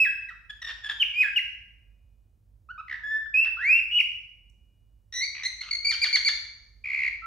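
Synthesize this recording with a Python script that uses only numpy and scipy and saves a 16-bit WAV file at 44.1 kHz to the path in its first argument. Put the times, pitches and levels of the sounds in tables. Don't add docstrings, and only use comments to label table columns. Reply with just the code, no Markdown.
import sys
import numpy as np
from scipy import signal
from scipy.fft import rfft, irfft, next_fast_len
from scipy.io import wavfile
from scipy.ndimage import map_coordinates

SR = 44100
rng = np.random.default_rng(int(sys.argv[2]) if len(sys.argv) > 2 else 0)


def put_to_file(sound):
    columns = np.atleast_2d(sound).T
    safe = np.clip(columns, -1, 1)
    whole_steps = np.round(safe * 32767)
    wavfile.write(sys.argv[1], SR, whole_steps.astype(np.int16))


N = 320166
TOP_HZ = 15700
ATTACK_S, RELEASE_S = 0.004, 0.006


def amp(db):
    return 10 ** (np.asarray(db) / 20)


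def unit(x):
    return x / np.sqrt(np.mean(x ** 2) + 1e-20)


def along(points, hz):
    freq_hz, value = np.transpose(points)
    return np.interp(np.log(hz + 1), np.log(freq_hz), value)


def wobble(rate_hz, size):
    knots = rng.standard_normal(int(size * rate_hz / SR) + 4)
    return map_coordinates(knots, [np.arange(size) * rate_hz / SR])


def filtered(x, response):
    size = x.shape[-1]
    padded = next_fast_len(size + 2048)
    spectrum = rfft(x, padded) * response(np.fft.rfftfreq(padded, 1 / SR))
    return irfft(spectrum, padded)[..., :size]


def noise(spectrum, shape):
    white = rng.standard_normal(shape)
    return unit(filtered(white, lambda hz: amp(along(spectrum, hz))))


def add(track, start_s, sound):
    part = track[max(round(start_s * SR), 0):][:len(sound)]
    part += sound[:len(part)]


def clock(length_s):
    t = np.arange(int((length_s + RELEASE_S / 2) * SR)) / SR
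    return t, np.minimum(t / length_s, 1)


def fade(t):
    nearest_end = np.minimum(t / ATTACK_S, (t[-1] - t) / RELEASE_S)
    return np.sin(np.pi / 2 * np.clip(nearest_end, 0, 1)) ** 2


def push(u, crest, swell_db, shape=1.12):
    return swell_db * (np.abs(u - crest) / max(crest, 1 - crest)) ** shape


# freq_hz, level_db (relative)
THROAT_SHUT = [(600, -28), (1300, -10.5), (1750, -12.5), (2600, -8), (3000, -9.5), (3700, -16), (5200, -19),
               (7800, -23), (8700, -30), (10400, -23), (13000, -14), (15500, -31)]
# freq_hz, level_db (relative)
THROAT_OPEN = [(600, -33), (1500, -2), (2200, 0), (2650, -7), (3200, 6), (3800, -7.5), (4500, 3.5),
               (5100, -24), (5700, -2), (6700, -18), (7700, -26.5), (9500, -23.5), (11300, -25.5),
               (12500, -38.5)]
# (relative, per Hz)
TURBULENCE = [(300, -45.5), (700, -29), (1300, -8.5), (2100, -11), (2900, -2.5), (3600, -13), (5300, -24.5),
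              (7500, -50), (15000, -64)]


def syrinx(hz, rough, opening, jitter=0.079, flutter=0.09, tremor=0.0061, shimmer_db=6, doubling=0.35,
           rasp_db=-1, shut_db=-22, open_db=-2, slope_db=-4, slack_db=-12, taut_hz=2600):
    size, rough = len(hz), np.clip(rough, 0, 1)
    shake = rough * (jitter * wobble(1100, size) + flutter * wobble(260, size))
    unsteady = shake + tremor * wobble(350, size)
    phase = 2 * np.pi * np.cumsum(hz * (1 + unsteady)) / SR
    k = np.arange(1, 9)[:, None]
    shut = 1 - opening
    octave_db = slope_db + slack_db * shut * np.log2(taut_hz / hz)
    overtone_db = shut * shut_db + opening * open_db + octave_db * np.log2(k / 2)
    throat_db = shut * along(THROAT_SHUT, k * hz) + opening * along(THROAT_OPEN, k * hz)
    partials = amp(throat_db + (k > 1) * overtone_db) * (k * hz < TOP_HZ)
    tone_rms = np.sqrt(np.sum(partials ** 2, axis=0) / 2)
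    tone = np.sum(partials * np.sin(k * phase), axis=0) / tone_rms
    spurts = amp(rough * shimmer_db * wobble(330, size))
    alternation = 1 + rough ** 2 * doubling * np.sin(phase / 2)
    tone = tone * spurts * alternation
    turbulence = amp(rasp_db) * rough ** 2 * noise(TURBULENCE, size) * (1 + np.cos(phase) / 2)
    return (tone + turbulence) / np.sqrt(1 + rough ** 2)


SLACK_SHARE, SLACK_S = 0.63, 0.011
BREAK_S, FADE_DB_PER_S = 0.0026, 99.5
BREAK_DB, ROUGH_BREAK_DB = 4.5, 15
FRAY_S, FRAY_ROUGH = 0.012, 0.13


def sung(t, length_s, hz, db, rough, opening, overtone_db, fall_rough, slack_s):
    after_s = np.maximum(t - length_s, 0)
    broken = 1 - np.exp(-after_s / BREAK_S)
    frayed = np.exp(-np.abs(t - length_s - BREAK_S) / FRAY_S)
    pitch_hz = hz * (SLACK_SHARE + (1 - SLACK_SHARE) * np.exp(-after_s / slack_s))
    loss_db = (BREAK_DB + ROUGH_BREAK_DB * fall_rough) * broken + FADE_DB_PER_S * after_s
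    rough = rough + (fall_rough - rough) * broken + FRAY_ROUGH * frayed
    voice = syrinx(pitch_hz, rough, opening, shut_db=overtone_db, open_db=overtone_db)
    return fade(t) * amp(db - loss_db) * voice


def glides(notes, opening, clean, hoarse, bend=1.8):
    track = np.zeros(N)
    for (start_s, length_s, start_hz, end_hz, peak_db, crest, swell_db,
         overtone_db, fall_s, fall_rough) in notes:
        t, _ = clock(length_s + fall_s)
        u = np.minimum(t / length_s, 1)
        way = 1 - (1 - u) ** bend if end_hz > start_hz else u ** bend
        pitch_hz = start_hz + (end_hz - start_hz) * way
        weak_db = push(u, crest, swell_db)
        rough = clean + hoarse * (u < crest) * (weak_db / 20) ** 2
        held_s = length_s if fall_s > ATTACK_S else np.inf
        note = sung(t, held_s, pitch_hz, peak_db - weak_db, rough, opening, overtone_db, fall_rough, SLACK_S)
        add(track, start_s, note)
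    return track


# start_s, length_s, start_hz, end_hz, peak_db, crest (0-1), swell_db, overtone_db,
# fall_s, fall_rough (0-1)
WHISTLES = [ (0, 0.046, 2626, 2519, -15.5, 0.3, 2.5, -21, 0.047, .17),
            (.285, .012, 2010, 1889, -35, 1, 4.5, -17, 0.029, .4),
            (.997, .032, 3162, 2735, -16, .9, 11.5, -24.5, .007, .4),
            (1.137, 0.085, 2270, 2536, -16.5, .95, 21, -20.5, 0.0658, .2),
            (1.359, 0.021, 2960, 2694, -16.5, .7, 6, -22.5, 0.017, 0.1),
            (2.687, 0.03, 1200, 1483, -34, 1, 13, -21, 0, 0),
            (2.777, 0.03, 1210, 1316, -37, .7, 5, -13.5, 0.0054, 0),
            (3.033, .225, 1697, 1773, -27, 0.39, 12, -23, 0.0068, 0),
            (3.339, .108, 2464, 2684, -17.5, .45, 4.5, -26.5, 0.036, 0.7),
            (3.568, .225, 1210, 2755, -15, 0.68, 23.5, -24.5, 0.01, 0),
            (3.91, 0.076, 2850, 2905, -16, 0.9, 15.5, -29, 0.01, 0),
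            (3.999, .006, 2758, 2738, -11, 0.6, 6, -21.5, 0.01, 0.1),
            (7.218, 0.061, 1312, 1348, -34, .95, 14, -24.5, 0, 0)]


def whistles():
    return glides(WHISTLES, opening=0, clean=0.045, hoarse=0.22)


# start_s, length_s, start_hz, end_hz, peak_db, crest (0-1), swell_db, overtone_db,
# fall_s, fall_rough (0-1)
BRIGHT_CALLS = [ (5.123, .087, 1898, 1952, -28.5, 0.75, 11, 8, 0, 0),
                (5.206, .046, 1995, 2260, -24.5, .6, 5.6, -3, 0, 0),
                (5.432, .039, 1960, 2080, -22.5, 0.96, 15, 4, 0, 0),
                (5.606, .012, 2235, 2120, -29, 1, 9, 2, 0.094, .8)]


def bright_calls():
    return glides(BRIGHT_CALLS, opening=0.89, clean=0.13, hoarse=1.2)


# start_s, length_s, top_hz, peak_db, overtone_db, fall_s
ARCHED_CALLS = [(5.878, .034, 2371, -18.5, 2, 0.039), (6.015, .028, 2374, -16, 0.5, 0.032),
                (6.126, .034, 2294, -15, 1, 0.019), (6.245, .039, 2311, -16, 2, 0.02)]


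def arches(arch=0.092, swell_db=6, top_dip_db=2, clean=0.04, fall_rough=0.55, slack_s=0.016):
    track = np.zeros(N)
    for start_s, length_s, top_hz, peak_db, overtone_db, fall_s in ARCHED_CALLS:
        t, _ = clock(length_s + fall_s)
        u = np.minimum(t / length_s, 1)
        flank = (2 * u - 1) ** 2
        pitch_hz = top_hz * (1 - arch * flank)
        level_db = peak_db - swell_db * (1 - u) - top_dip_db * (1 - flank)
        add(track, start_s, sung(t, length_s, pitch_hz, level_db, clean, 1, overtone_db, fall_rough, slack_s))
    return track


# start_s, count, spacing_s, length_s, pitch_hz, level_db, rough (0-1)
CHIPS = [(0.495, 1, .02, 0.018, 1691, -34.5, 0.3), (.616, 3, .024, .019, 1872, -32.5, 0.36),
         (0.678, 2, 0.018, .028, 1801, -35, 0.6), (.834, 2, 0.02, .027, 1748, -33.5, .36),
         (.886, 2, 0.016, .024, 1703, -32, 0.56), (5.709, 3, .019, 0.011, 2245, -21.5, 0.1),
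         (5.846, 2, 0.018, 0.018, 2301, -20, 0.14)]


def chips(arch=0.044, fall=0.03, wide_hz=2200, sag=0.011, overtone_db=2):
    track = np.zeros(N)
    for start_s, count, spacing_s, length_s, pitch_hz, level_db, rough in CHIPS:
        opening = min(pitch_hz / wide_hz, 1)
        u = np.linspace(-1, 1, int(length_s * SR))
        swell = amp(level_db) * np.cos(np.pi / 2 * u)
        for k in range(round(count)):
            hz = pitch_hz * (1 - sag * k - arch * u ** 2 - fall * u)
            chip = syrinx(hz, np.full(len(u), rough), opening, jitter=0.035, flutter=0.045,
                          rasp_db=4, open_db=overtone_db)
            add(track, start_s + k * spacing_s, swell * chip)
    return track


# start_s, length_s, start_hz, end_hz, peak_db, crest (0-1), swell_db, rough (0-1)
TRILLS = [(2.878, .086, 2036, 1848, -29, .5, 9.5, 0.4), (5.346, 0.11, 2270, 2075, -35, 0.5, 4, 0.5),
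          (6.838, .25, 2287, 2220, -21, 1, 9, 0.24)]


def trills(pulse_hz=68.03, sweep=0.38, sharpness=2.0, slope_db=-10, widest=0.18):
    track = np.zeros(N)
    for start_s, length_s, start_hz, end_hz, peak_db, crest, swell_db, rough in TRILLS:
        t, progress = clock(length_s)
        hz = start_hz + (end_hz - start_hz) * progress
        effort = amp(-push(progress, crest, swell_db))
        u = (pulse_hz * t + 0.023 * wobble(31, len(t))) % 1 - 0.5
        pulses = np.cos(np.pi * u) ** sharpness * amp(1.7 * wobble(pulse_hz, len(t)))
        tone = syrinx(hz * (1 - sweep * u), np.full(len(t), rough), opening=widest * effort,
                      slope_db=slope_db)
        add(track, start_s, amp(peak_db) * fade(t) * effort * pulses * tone)
    return track


def feathers(center_s=4.5, width_s=0.0028, level_db=-66):
    t = np.arange(N) / SR
    burst = np.exp(-((t - center_s) / width_s) ** 2)
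    return amp(level_db) * burst * noise([(3000, -54.5), (6000, -5), (8000, -9.0), (13000, -16)], N)


CAGE_WIRES = [2408, 2300, 2400, 2490, 2950, 2907]


def cage(x, ring_db=-87, t60_s=1.45):
    t = np.arange(2 * SR) / SR
    ring = amp(ring_db - 60 * t / t60_s) * sum(np.sin(2 * np.pi * hz * t) for hz in CAGE_WIRES)
    return signal.fftconvolve(x, ring)[:N]


def placed(x, lead_ms, pan_db):
    sides = np.array([[0.5], [-0.5]])
    lead_s = sides * lead_ms / 1000
    return amp(sides * pan_db) * filtered(x, lambda hz: np.exp(2j * np.pi * hz * lead_s))


# freq_hz, t60_s
ROOM_DECAY = [(600, 0.95), (2600, 0.62), (6000, 0.73), (14000, 0.094)]


def room(x, early_db=-12, tail_db=-5.5, early_decay_s=0.075, swell_s=0.00078):
    hz, t, z = signal.stft(rng.standard_normal((2, SR)), SR, nperseg=256)
    decay = amp(-60 * t / along(ROOM_DECAY, hz)[:, None])
    tail = signal.istft(z * decay, SR, nperseg=256)[1]
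    t = np.arange(tail.shape[1]) / SR
    onset = 1 - np.exp(-t / swell_s)
    tail = tail * onset
    early = rng.standard_normal(tail.shape) * onset * np.exp(-t / early_decay_s)
    answer = amp(tail_db) * tail / np.linalg.norm(tail[0])
    answer = answer + amp(early_db) * early / np.linalg.norm(early[0])

    def mid_side(hz):
        alike = along([(1000, 0.43), (2500, 0.36), (6000, 0.25)], hz)
        turn = np.arccos(np.clip(alike, -1, 1)) / 2
        return np.array([np.cos(turn), np.sin(turn)])

    mid, side = filtered(answer, mid_side)
    return signal.fftconvolve(x[None], np.array([mid + side, mid - side]), axes=1)[:, :N]


# (relative, per Hz)
RUMBLE = [(27, -26), (52, 1.5), (82, -10), (105, -9), (141, -23), (200, -25), (400, -37.5), (1000, -54.5)]
# freq_hz, level_db (rms, before the left-right tilt)
HUM_TONES = [(49.5, -64), (100, -75.5), (176, -84.5)]


def background(rumble_db=-61, apart_db=-11, hiss_db=-84):
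    t = np.arange(N) / SR
    hum = sum(amp(db) * np.sqrt(2) * np.sin(2 * np.pi * hz * t + 0.5 * wobble(0.58, N))
              for hz, db in HUM_TONES)
    rumble = amp(rumble_db) * (noise(RUMBLE, N) + amp(apart_db) * noise(RUMBLE, (2, N)))
    sides = np.array([[-0.5], [0.5]])
    low = filtered(hum + rumble, lambda hz: amp(sides * along([(70, 5.5), (250, 0.0)], hz)))
    hiss = noise([(170, -19.5), (500, -5.0), (5000, -34.5), (15000, -62)], (2, N))
    return low + amp(hiss_db) * hiss


def scene():
    soft = whistles() + trills() + feathers()
    bright = bright_calls() + arches() + chips()
    direct = placed(soft, lead_ms=0.032, pan_db=-1.1) + placed(bright, lead_ms=0.041, pan_db=-0.4)
    bird = direct + room(soft + bright) + cage(soft + bright)
    bird = filtered(bird, lambda hz: amp(along([(250, -17), (1100, -1.0)], hz)))
    return bird + background()


def record(dry):
    return filtered(dry, lambda hz: hz < TOP_HZ)


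dry = scene()
out = record(dry)
put_to_file(out)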